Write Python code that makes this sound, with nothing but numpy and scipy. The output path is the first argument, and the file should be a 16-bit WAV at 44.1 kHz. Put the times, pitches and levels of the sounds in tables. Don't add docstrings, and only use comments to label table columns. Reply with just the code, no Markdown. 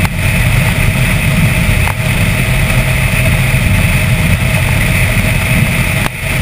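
import sys
import numpy as np
from scipy import signal
from scipy.fft import irfft, next_fast_len
from scipy.io import wavfile
from scipy.ndimage import uniform_filter1d, minimum_filter1d

SR = 44100
rng = np.random.default_rng(int(sys.argv[2]) if len(sys.argv) > 2 else 0)


def dump(signal):
    limited = np.clip(np.atleast_2d(signal).T, -1, 1)
    pcm = np.round(limited * 32767).astype(np.int16)
    wavfile.write(sys.argv[1], SR, pcm)


N = 282681
PADDED = 2 * next_fast_len(N // 2 + 1, True)
TIME = np.arange(N) / SR
FREQS = np.maximum(np.arange(PADDED // 2 + 1) * SR / PADDED, 1)

# (time [s], cockpit boom level [dB], panel buffeting level [dB])
WIND_LEVELS = [(0.0, -16, -11), (0.75, -17, -12.5), (1.45, -18.5, -11.5), (1.78, -14.5, -12.5),
               (2.0, -22, -12), (2.6, -16, -13.5), (3.1, -18, -12.5), (4.15, -18, -12), (4.55, -21, -12.5),
               (4.95, -16, -13), (5.5, -20, -13.5), (6.41, -22, -15.5)]
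# (frequency [Hz], bandwidth [Hz], relative level [dB])
COCKPIT_MODES = [(39.3, 8.6, 5), (56.6, 7.1, 1)]
# (frequency [Hz], bandwidth [Hz], relative level [dB])
PANEL_MODES = [(90.2, 10.1, 0.4), (113.8, 42, -4.5), (130, 18.8, -0.4), (169.4, 41, -6.5), (208, 74, -14.5),
               (296, 31, -25)]
# (peak time [s], duration [s], level [dB])
GUST_EVENTS = [(1.433, 0.23, -16.5), (3.718, 0.21, -11.5), (5.234, 0.21, -12.5), (5.607, 0.3, -8)]
# (frequency [Hz], bandwidth [Hz], relative level [dB])
GUST_BANDS = [(126, 76, 1.5), (192, 80, -5)]
# (time [s], level [dB], thud re knock [dB], crack re knock [dB])
JOINT_IMPACTS = [(0.052, 5.5, 2.5, -7), (0.686, -6, -7, -31), (1.8742, -4, -3, -6),
                 (1.9014, 2.5, -1.5, -12), (3.337, -9, -6, -17), (4.571, -10.5, -15, -7),
                 (4.688, -7, 0, -12), (5.668, -10, 2, -22), (6.045, -13, -9, 0), (6.063, -1.5, 5.5, 5)]
# (frequency [Hz], relative level [dB], 60 dB decay time [s])
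CHASSIS_MODES = [(860, 0.5, 0.02), (1176, -3, 0.011), (1650, -7.5, 0.017), (2087, -11, 0.046),
                 (3580, -14, 0.0082)]
# (frequency [Hz], relative spectral density [dB])
DRIVETRAIN_SPECTRUM = [(1400, -35), (1700, -13.5), (1880, -6), (2020, -1), (2300, -2), (2560, 1),
                       (2660, -3), (2750, -32), (3100, -25)]
# (frequency [Hz], relative spectral density [dB])
ROLLING_SPECTRUM = [(15, -9), (150, 1.5), (320, -3.5), (700, 0.5), (1020, -3), (1400, -0.5), (1800, -2),
                    (2800, -0.5), (3550, -.5), (3850, -3.5), (4080, -14.5), (4400, -12.5), (5200, -16.5),
                    (6000, -11)]
# (frequency [Hz], bandwidth [Hz], relative level [dB])
ROLLING_MODES = [(368.3, 27.4, -1.5), (510, 113, -3.5), (869, 120, -4), (1278, 223, -6.5)]
# (frequency [Hz], bandwidth [Hz], relative level [dB])
TYRE_HUM_MODE = [(634, 49, 0)]
# (peak time [s], rise in hum level [dB])
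ROAD_PATCHES = [(2.82, 9), (3.25, 10.5), (4.59, 5.5)]
# (time [s], level [dB])
DECK_BUMPS = [(0.882, -2), (2.159, -3), (3.666, -0.5), (3.838, 1), (4.337, 1)]
# (frequency [Hz], bandwidth [Hz], relative level [dB])
HOUSING_MODES = [(4380, 310, -1), (4844, 400, -1), (5310, 61, 0), (5790, 130, -15)]


def wind():
    boom_db, buffet_db = envelopes(WIND_LEVELS)
    boom = from_db(boom_db) * steadied(noise(resonances(COCKPIT_MODES)), seconds=0.14)
    buffet = from_db(buffet_db) * steadied(noise(resonances(PANEL_MODES)), seconds=0.1)
    return boom + buffet * flutter(rate_hz=21, depth_db=1.5)


def gusts():
    strength = sum(from_db(db) * swell(s, length_s) for s, length_s, db in GUST_EVENTS)
    return strength * steadied(noise(resonances(GUST_BANDS)), seconds=0.059)


def joints(thud_hz=115, thud_t60=0.03, rise_s=0.00068, contact_s=0.0025, crack_t60=0.017):
    out, t = np.zeros(N), TIME[:SR // 10]
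    knock = sum((-1) ** k * from_db(db) * damped_sine(t, hz, t60)
                for k, (hz, db, t60) in enumerate(CHASSIS_MODES))
    thud = -damped_sine(t, thud_hz, thud_t60)
    contact = from_db(-60 * np.maximum(t - contact_s, 0) / crack_t60)
    squash = 1 - np.exp(-t / rise_s)
    lowpass = signal.butter(2, 2500, fs=SR)
    for s, level_db, thud_db, crack_db in JOINT_IMPACTS:
        grit = signal.lfilter(*lowpass, rng.standard_normal(len(t)))
        crack = contact * grit / np.std(grit)
        impact = knock + from_db(crack_db) * crack + from_db(thud_db) * thud
        at = int(s * SR)
        out[at:at + len(t)] += from_db(level_db) * squash * impact
    return out


def drivetrain():
    return from_db(-18) * noise(slope(DRIVETRAIN_SPECTRUM)) * flutter(rate_hz=9.4, depth_db=1.0)


def tyres(patch_s=0.091):
    roar = from_db(-21) * noise(slope(ROLLING_SPECTRUM))
    drone = from_db(-30) * noise(resonances(ROLLING_MODES))
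    patch_db = sum(rise_db * swell(s, patch_s) for s, rise_db in ROAD_PATCHES)
    hum = from_db(-29 + patch_db) * steadied(noise(resonances(TYRE_HUM_MODE)), seconds=0.2)
    return roar + drone + hum


def bumps():
    out, t = np.zeros(N), TIME[:SR // 10]
    thump = -damped_sine(t, hz=95, t60=0.062)
    for s, db in DECK_BUMPS:
        at = int(s * SR)
        out[at:at + len(t)] += from_db(db) * thump
    return out


def housing_hiss():
    return from_db(-37) * noise(resonances(HOUSING_MODES))


def from_db(db):
    return 10 ** (np.asarray(db) / 20)


def damped_sine(t, hz, t60):
    return from_db(-60 * t / t60) * np.sin(2 * np.pi * hz * t)


def noise(gain):
    spectrum = rng.standard_normal(len(FREQS)) + 1j * rng.standard_normal(len(FREQS))
    x = irfft(gain * spectrum, PADDED)[:N]
    return x / np.std(x)


def slope(points):
    hz, db = np.transpose(points)
    return from_db(np.interp(np.log(FREQS), np.log(hz), db))


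def resonances(modes):
    gains = (from_db(db) / (1 + (2 * (FREQS - hz) / width) ** 2) for hz, width, db in modes)
    return np.sqrt(sum(gain ** 2 for gain in gains))


def flutter(rate_hz, depth_db):
    return from_db(depth_db * noise(1 / (1 + (FREQS / rate_hz) ** 2)))


def steadied(x, seconds):
    size = int(seconds * SR) + 1
    power = uniform_filter1d(uniform_filter1d(x * x, size), size)
    return x / np.sqrt(power + 1e-9)


def envelopes(rows):
    s, *columns = np.transpose(rows)
    return [np.interp(TIME, s, column) for column in columns]


def swell(peak_s, length_s):
    return np.cos(np.pi * np.clip((TIME - peak_s) / length_s, -.5, .5)) ** 2


def scene():
    mono = wind()
    road = tyres() + housing_hiss() + drivetrain()
    mono += road * flutter(rate_hz=43, depth_db=1.0)
    mono += joints() + bumps() + gusts()
    return np.array([mono, mono])


def limiter(x, limit_db=0.5, attack_s=0.0017, hold_s=0.04, release_db_per_s=57.5):
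    over_db = np.maximum(20 * np.log10(np.abs(x) + 1e-9) - limit_db, 0)
    half = int(hold_s * SR / 2)
    held_db = -minimum_filter1d(-over_db, 2 * half + 1, origin=half, mode="constant")
    ramp_db = release_db_per_s * TIME
    duck_db = np.maximum.accumulate(held_db + ramp_db) - ramp_db
    pole = np.exp(-1 / (attack_s * SR))
    return x * from_db(-signal.lfilter([1 - pole], [1, -pole], duck_db))


def sample_and_hold(x, rate_hz=12000):
    coarse = signal.resample_poly(x, rate_hz, SR, window=("kaiser", 3))
    steps = np.repeat(np.clip(coarse, -1, 1), 4)
    return signal.resample_poly(steps, SR, 4 * rate_hz)[:N]


def record(dry):
    stepped = sample_and_hold(limiter(dry.mean(axis=0)))
    lowpass = signal.ellip(10, .05, 60, 15300, fs=SR, output="sos")
    out = signal.sosfiltfilt(lowpass, stepped)
    return np.array([out, out])


dry = scene()
out = record(dry)
dump(out)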